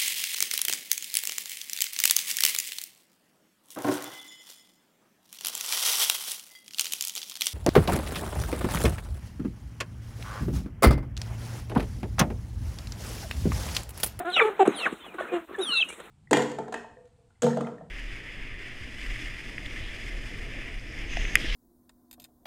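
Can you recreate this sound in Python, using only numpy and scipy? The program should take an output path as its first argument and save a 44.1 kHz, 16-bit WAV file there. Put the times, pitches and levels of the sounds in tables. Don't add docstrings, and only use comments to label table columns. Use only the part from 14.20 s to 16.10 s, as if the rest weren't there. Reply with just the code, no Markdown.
import sys
import numpy as np
from scipy import signal
from scipy.fft import rfft, irfft
from scipy.io import wavfile
from scipy.ndimage import uniform_filter1d

SR = 44100
rng = np.random.default_rng(int(sys.argv[2]) if len(sys.argv) > 2 else 0)


def wav_out(sig):
    wavfile.write(sys.argv[1], SR, np.round(np.clip(np.atleast_2d(sig).T, -1, 1) * 32767).astype(np.int16))


def rack_gain(trim_db):
    fader = np.asarray(trim_db, float)
    return 10 ** (fader / 20)


N = 83790
T = np.arange(N) / SR

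# t/s, f/Hz, level/dB
CLUCK_LINES = [
    [(0, 347, -29.5), (.012, 362, -29), (.026, 357, -35), (.04, 376, -30)],
    [(.048, 342, -33.5), (.06, 330.2, -30), (.088, 364, -24.5), (.116, 354.4, -32), (.126, 375, -36),
     (.16, 373, -47)],
    [(.206, 471.3, -26), (.222, 459, -14.5), (.238, 424.5, -24.5), (.255, 424, -20), (.268, 429, -25),
     (.29, 433, -26), (.3, 388.5, -31.5), (.325, 394, -38), (.34, 414, -40)],
    [(.394, 470, -16.5), (.399, 430.7, -13.5), (.408, 381.6, -9.5), (.42, 393.7, -12.5), (.431, 367.5, -11),
     (.437, 372.5, -32), (.455, 406, -34), (.472, 413, -31)],
    [(.984, 365.3, -31), (.99, 355, -31), (1.003, 380.6, -33), (1.012, 355.5, -40), (1.035, 366.4, -38),
     (1.05, 355, -46)],
    [(1.11, 400, -50), (1.125, 354, -27), (1.14, 355, -20.5), (1.172, 343.6, -25), (1.182, 319.4, -37),
     (1.2, 347, -36.5), (1.21, 356, -48), (1.22, 337, -45), (1.255, 319, -47.5)],
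    [(1.305, 340, -59), (1.312, 351, -28), (1.322, 355, -65), (1.34, 364, -30)],
    [(1.382, 434, -32), (1.392, 378.7, -23.5), (1.405, 389.3, -24), (1.42, 341.6, -29), (1.438, 368, -37.5),
     (1.455, 375, -60)],
]
# resonance f/Hz, boost/dB, second resonance f/Hz, boost/dB, tilt/(dB per octave),
# treble boost/dB, roughness 0-1, breath level/dB relative to the harmonics
CLUCK_THROATS = [(780, 20.5, 1600, 14, -8.5, 15, 0.37, -24), (720, 11, 1430, 15, -7.5, -3, 0.11, -32),
                 (880, 5, 1440, 12, -12.5, 30, 0.58, -16), (820, 15.5, 2720, 8.5, -11.5, 37.5, 0.14, -26),
                 (1160, 14, 1540, 13.5, -9.5, 15, 0.32, -8), (700, 4, 2600, 9, -11.5, 38, 0.04, -16),
                 (960, 25, 1050, -17, -17, 17, 0.51, -33), (776, 2, 1500, 5, -15, 31.5, .06, -42)]
# f/Hz, relative level/dB per Hz
BREATH_COLOUR = [(200, -33), (350, -3.5), (700, -6.5), (1300, -1.5), (2500, -11), (4000, -20),
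                 (8000, -11.5), (16000, -24.5)]
# t/s, f/Hz, amplitude level/dB
PEEP_LOW = [
    [(.096, 4050, -55), (.104, 3700, -41), (.12, 3270, -43), (.152, 2940, -32.5), (.164, 2900, -19),
     (.178, 2660, -18), (.19, 2529, -20.5), (.196, 2252, -13.5), (.202, 1904, -11), (.207, 1234, -16),
     (.224, 1140, -19), (.236, 1100, -55)],
    [(.53, 4050, -53), (.55, 3900, -36.5), (.565, 3500, -43), (.58, 3210, -36), (.61, 2840, -34),
     (.64, 2610, -25), (.651, 2540, -29.5), (.656, 2250, -25.5), (.661, 1924, -20.5), (.667, 1500, -11.5),
     (.673, 1150, -23.5), (.685, 1070, -32)],
    [(1.38, 3260, -50), (1.405, 3700, -45.5), (1.418, 3900, -29.5), (1.44, 3630, -30), (1.447, 3700, -31),
     (1.46, 3420, -31), (1.5, 2970, -25), (1.54, 2755, -23.5), (1.58, 2685, -19.5), (1.604, 2645, -15),
     (1.614, 2630, -33.5), (1.66, 2550, -59)],
]
# t/s, f/Hz, amplitude level/dB
PEEP_HIGH = [
    [(.092, 4730, -62), (.104, 4644, -21), (.114, 4380, -49), (.128, 4100, -33), (.14, 3906, -24.5),
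     (.152, 3710, -22), (.16, 3110, -42), (.166, 2930, -40)],
    [(.486, 6740, -24), (.5, 6600, -23), (.535, 5690, -49), (.565, 4810, -24.5), (.595, 4350, -22.5),
     (.61, 3930, -34), (.625, 3390, -41), (.631, 2840, -31), (.636, 2800, -57)],
    [(1.41, 5706, -26), (1.42, 5272, -34), (1.45, 4865, -25.5), (1.48, 4395, -30), (1.515, 4250, -26.5),
     (1.522, 4170, -18), (1.54, 4174, -17), (1.568, 3980, -26), (1.573, 3854, -18), (1.585, 3780, -22.5),
     (1.6, 3510, -36), (1.611, 3267, -20.5), (1.617, 3130, -13.5), (1.622, 2915, -21), (1.626, 2717, -16.5),
     (1.632, 2520, -15), (1.638, 2480, -45)],
]
PEEP_RASP = (-6.5, -12.5, -25)
MIX_TONES = [(2, 0), (3, 0), (4, 0), (0, 2), (0, 3), (1, 1), (-1, 1), (2, 1), (1, 2), (-1, 2)]
MIX_LEVELS = [(-3, -22, -34, -2, -32, -12, -30, -16, -22, -28), (2, -8, -12, 0, -32, -2, -30, 0, -18, -30),
              (-14, -20, -12, -2, -20, -1, -14, -6, -10, -8)]
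# t/s, lift of lower overtones/dB, lift of upper overtones/dB, undertone level/dB
PEEP_QUALITY = [
    [(.095, -20, 10, -50), (.15, -12, 2, -50), (.165, -2, -6, -13), (.185, -8, -10, -11),
     (.193, -30, -10, -14), (.205, -30, -10, -18), (.21, 6, -10, -18), (.23, 2, -10, -22)],
    [(.49, -20, -14, -50), (.545, -20, -6, -50), (.565, -16, 9, -50), (.6, -8, 3, -40), (.63, -2, 0, -14),
     (.65, 0, 0, -11), (.655, -35, 0, -22), (.69, -30, 0, -22)],
    [(1.41, -22, 13, -50), (1.45, -16, 11, -50), (1.505, -8, 9, -50), (1.525, -4, -8, -40),
     (1.56, 2, -4, -50), (1.59, 2, -4, -40), (1.63, -10, -10, -30)],
]
UNDERTONE_QUARTERS = (1, 2, 3, 5)
# from t/s, to t/s, rate f/Hz, level of each sideband/dB
PEEP_FLUTTER = [(0.152, .165, 350, -12), (0.61, 0.642, 329.6, -19.5), (1.51, 1.603, 308.5, -13)]
# t/s, length/s, from f/Hz, to f/Hz, amplitude level/dB
WHISTLE_NOTES = [(0.347, 0.026, 1850, 2460, -47.5), (0.491, 0.021, 1750, 2160, -50),
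                 (0.793, 0.081, 3580, 3290, -50), (.80, 0.049, 3150, 3070, -50.5),
                 (0.843, 0.06, 3300, 2630, -48.5), (.88, 0.053, 2530, 2330, -48),
                 (1.008, 0.017, 3350, 3500, -49), (1.049, 0.013, 1700, 1100, -35),
                 (1.08, 0.064, 2540, 2396, -43.5), (1.114, 0.033, 462.8, 536, -27),
                 (1.343, 0.017, 1812, 1680, -31), (1.344, 0.0089, 3400, 3640, -53),
                 (1.418, 0.02, 6900, 5000, -20), (1.481, 0.058, 1250, 1053, -38.5),
                 (1.493, 0.062, 1650, 1606, -46.5), (1.65, 0.068, 2828, 2790, -44),
                 (1.695, 0.044, 2310, 2430, -40)]
# centre t/s, f/Hz, amplitude level/dB, cycles from the centre to -54 dB
THUMP_BLOWS = [(.474, 700, -16.5, 3.8), (.48, 354, -1.5, 1.86), (0.48, 94, -14.5, 1.2),
               (.493, 330, -18.5, 2.1), (.508, 330, -20.5, 1.6), (0.727, 294, -17, 1.32),
               (.866, 740, -37.5, 3.8), (0.881, 324, -32.5, 1.64), (0.954, 322, -33.5, 5.7),
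               (1.01, 620, -16.5, 3.1), (1.025, 1780, -30, 15), (1.495, 244, -28.5, 1.9),
               (1.666, 296, -38.5, 3.6), (1.802, 486, -35, 3.5)]
# onset t/s, relative level/dB, time to fall 60 dB/s, relative treble weight
LITTER_SCRATCHES = [(.05, -41, 0.057, -5), (.055, -46.5, 0.01, 19), (0.163, -41.5, 0.26, 10),
                    (0.452, -25.5, 0.24, 0), (.475, -23.5, .015, 16), (.652, -24.5, 0.142, -12),
                    (.664, -52, .015, 6), (.724, -37, 0.057, 4), (0.941, -40, 0.07, 5),
                    (0.997, -37, 0.23, 5), (1.29, -52, 0.04, -21), (1.36, -56, 0.023, 20.5),
                    (1.385, -46, 0.14, 15), (1.445, -65, 0.021, 12), (1.686, -47.5, 0.12, 22),
                    (1.723, -51, 0.12, 15), (1.799, -38.5, 0.037, 10.5)]
# t/s, relative level/dB, treble lift/(dB per octave)
FLOCK_RUSTLE = [(0, -34.5, -4), (.045, -53.5, 4.5), (.14, -46, 13), (.26, -39, 7.5), (.34, -42, 0.5),
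                (.39, -45.5, 5.5), (.5, -41.5, 1.5), (.6, -38, 10), (.7, -44.5, 7.5), (.78, -50, 10),
                (.93, -50.5, 4.5), (1.04, -44.5, 3.5), (1.1, -42.5, 1.5), (1.17, -41, 1.5),
                (1.24, -48.5, 5.5), (1.265, -65.5, 15), (1.29, -44.5, 1), (1.5, -44, 7), (1.65, -51, 13),
                (1.78, -51, 11.5), (1.9, -46, 6.5)]
# f/Hz, relative level/dB per Hz
RUSTLE_COLOUR = [(100, -6.5), (250, -8), (400, -5), (700, -12.5), (1300, -10), (2500, -22.5), (4000, -33.5),
                 (8000, -13), (16000, -34)]
# f/Hz, level/dB
MIC_RESPONSE = [(90, -79), (125, -24), (170, -6), (300, -3), (3900, -1.5), (4250, -11), (4600, -40),
                (5000, -35), (5600, -31.5), (6600, -28), (8000, -29.5), (10200, -25.5), (11800, -26.5),
                (13000, -33), (16000, -49)]
# f/Hz, relative level/dB per Hz
HISS_COLOUR = [(20, -35), (30, -18), (42, 3.5), (60, 10), (78, 6), (95, 0), (118, -20), (1000, -33),
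               (10000, -24.5), (16000, -12.5)]


def col(rows, k):
    return np.interp(T, [r[0] for r in rows], [r[k] for r in rows])


def gate(t0, t1, edge):
    return np.sin(np.pi / 2 * np.clip(np.minimum(T - t0, t1 - T) / edge, 0, 1)) ** 2


def colour(x, points, count=2048):
    f = np.maximum(np.arange(count + 1) * SR / 2 / count, 1)
    level_db = np.interp(np.log(f), np.log([p[0] for p in points]), [p[1] for p in points])
    cepstrum = irfft(np.log(rack_gain(level_db)))
    cepstrum[1:count] *= 2
    cepstrum[count + 1:] = 0
    impulse = irfft(np.exp(rfft(cepstrum)))[:count]
    return signal.fftconvolve(x, impulse)[:N]


def unit(x):
    return x / np.sqrt(np.mean(x ** 2))


def walk(rate):
    k = max(int(SR / rate), 1)
    return unit(uniform_filter1d(uniform_filter1d(rng.standard_normal(N), k), k))


def turns(hz):
    return 2 * np.pi * np.cumsum(hz) / SR


def bump(hz, centre_hz, width_oct):
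    return np.exp(-.5 * (np.log2(hz / centre_hz) / width_oct) ** 2)


def clucks():
    throat_width_oct, treble_hz, treble_width_oct = 0.23, 7780, 0.25
    blur_rad = .09
    out = 0
    for rows, throat in zip(CLUCK_LINES, CLUCK_THROATS):
        res_hz, boost_db, res2_hz, boost2_db, tilt_db, treble_db, rough, breath_db = throat
        hz = col(rows, 1)
        phase = turns(hz * (1 + 0.045 * rough * walk(170)))
        blur, swell_db = walk(200), 6 * rough * walk(90)
        stack, power = 0, 0
        for k in range(1, 28):
            gain_db = tilt_db * np.log2(k)
            gain_db = gain_db + boost_db * bump(k * hz, res_hz, throat_width_oct)
            gain_db = gain_db + boost2_db * bump(k * hz, res2_hz, throat_width_oct)
            gain_db = gain_db + treble_db * bump(k * hz, treble_hz, treble_width_oct)
            gain = rack_gain(gain_db)
            swell = rack_gain(np.roll(swell_db, 997 * k))
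            scatter = blur_rad * max(k - 2, 0) * np.roll(blur, 1499 * k)
            stack = stack + gain * swell * np.cos(k * phase + k * k + scatter)
            power = power + gain ** 2 / 2
        breath = unit(colour(rng.standard_normal(N), BREATH_COLOUR)) * (1 + np.cos(phase))
        voice = stack / np.sqrt(power) + rack_gain(breath_db) * breath
        out = out + voice * rack_gain(col(rows, 2)) * gate(rows[0][0] - .003, rows[-1][0], 0.0054)
    return out


def peep_voice(rows):
    phase = turns(col(rows, 1) * (1 + 0.00361 * walk(202)))
    size = rack_gain(col(rows, 2) + .8 * walk(150)) * gate(rows[0][0], rows[-1][0], .003)
    return phase, size


def peeps():
    out = 0
    for low, high, rasp_db, mix_db, quality, flutter_row in zip(
            PEEP_LOW, PEEP_HIGH, PEEP_RASP, MIX_LEVELS, PEEP_QUALITY, PEEP_FLUTTER):
        low_phase, low_size = peep_voice(low)
        high_phase, high_size = peep_voice(high)
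        t0, t1, rate_hz, depth_db = flutter_row
        depth = 2 * rack_gain(depth_db + 3.5 * walk(99)) * gate(t0, t1, 0.0085)
        flutter = 1 + depth * np.sin(turns(rate_hz * (1 + 0.0638 * walk(51.6))))
        pair = low_size * np.sin(low_phase) + flutter * high_size * np.sin(high_phase)
        out = out + pair * (1 + rack_gain(rasp_db) * walk(1400))
        for (m, n), db in zip(MIX_TONES, mix_db):
            order = abs(m) + n
            size = (low_size ** abs(m) * high_size ** n) ** (1 / order)
            lift_db = (abs(m) * col(quality, 1) + n * col(quality, 2)) / order
            tone = np.sin(m * low_phase + n * high_phase + .2 * walk(300))
            out = out + rack_gain(db + lift_db + 5 * walk(45)) * size * tone
        for k in UNDERTONE_QUARTERS:
            undertone = np.sin(k * low_phase / 4 + .9 * walk(250))
            out = out + rack_gain(col(quality, 3) + 4.5 * walk(150)) * low_size * undertone
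    return out


def whistles():
    out = 0
    for t, dur, hz0, hz1, db in WHISTLE_NOTES:
        hz = np.interp(T, [t, t + dur], [hz0, hz1]) * (1 + 0.01625 * walk(300))
        level = rack_gain(db + 3.2 * walk(200)) * gate(t, t + dur, 0.19 * dur)
        out = out + level * np.sin(turns(hz))
    return out


def thumps():
    out = 0
    for t, hz, db, cycles in THUMP_BLOWS:
        bell = np.exp(-(np.clip((T - t) * hz / cycles, -9, 9) * 2.5) ** 2)
        out = out + rack_gain(db) * bell * np.sin(2 * np.pi * hz * (T - t))
    return out


def rustle():
    out, shared = 0, walk(37)
    grit = rack_gain(1.86 * rng.exponential(size=N // 32 + 1) - 2.5).repeat(32)[:N]
    for hz in 130 * 2 ** np.arange(0, 7, .5):
        edges_hz = [hz / 2 ** .25, hz * 2 ** .25]
        band_filter = signal.butter(2, edges_hz, "band", fs=SR, output="sos")
        band = signal.sosfilt(band_filter, rng.standard_normal(N))
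        treble_oct = np.clip(np.log2(hz / 1470), 0, 1.5)
        crispness = bump(hz, 7400, .6)
        level_db = col(FLOCK_RUSTLE, 1) + treble_oct * col(FLOCK_RUSTLE, 2)
        env = rack_gain(level_db + 1.74 * shared + 3.0 * walk(45))
        for t, db, t60, treble in LITTER_SCRATCHES:
            fall_db = 60 * np.maximum(T - t, 0) / t60
            onset = np.clip((T - t) / 0.0027, 0, 1)
            env = env + grit * rack_gain(db + 1.82 * crispness * treble - fall_db) * onset
        out = out + band * env
    return 11 * colour(out, RUSTLE_COLOUR)


def coop_echo(near):
    t60_s, echo_db = 0.11, -11.5
    t = T[:SR // 4]
    tail = rng.standard_normal(len(t)) * rack_gain(-60 * t / t60_s) * (t > .003)
    return rack_gain(echo_db) * signal.fftconvolve(near, tail / np.linalg.norm(tail))[:N]


def scene():
    near = clucks() + peeps() + whistles() + thumps()
    return (near + coop_echo(near) + rustle())[None]


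def band_limit(x):
    return signal.sosfilt(signal.butter(12, 15730, fs=SR, output="sos"), x)


def record(dry):
    hiss = rack_gain(-63) * unit(colour(rng.standard_normal(N), HISS_COLOUR))
    top_cut = signal.ellip(8, .2, 70, 15550, fs=SR, output="sos")
    mix = signal.sosfilt(top_cut, colour(dry[0], MIC_RESPONSE) + hiss)[None]
    return band_limit(mix)


dry = scene()
out = record(dry)
wav_out(out)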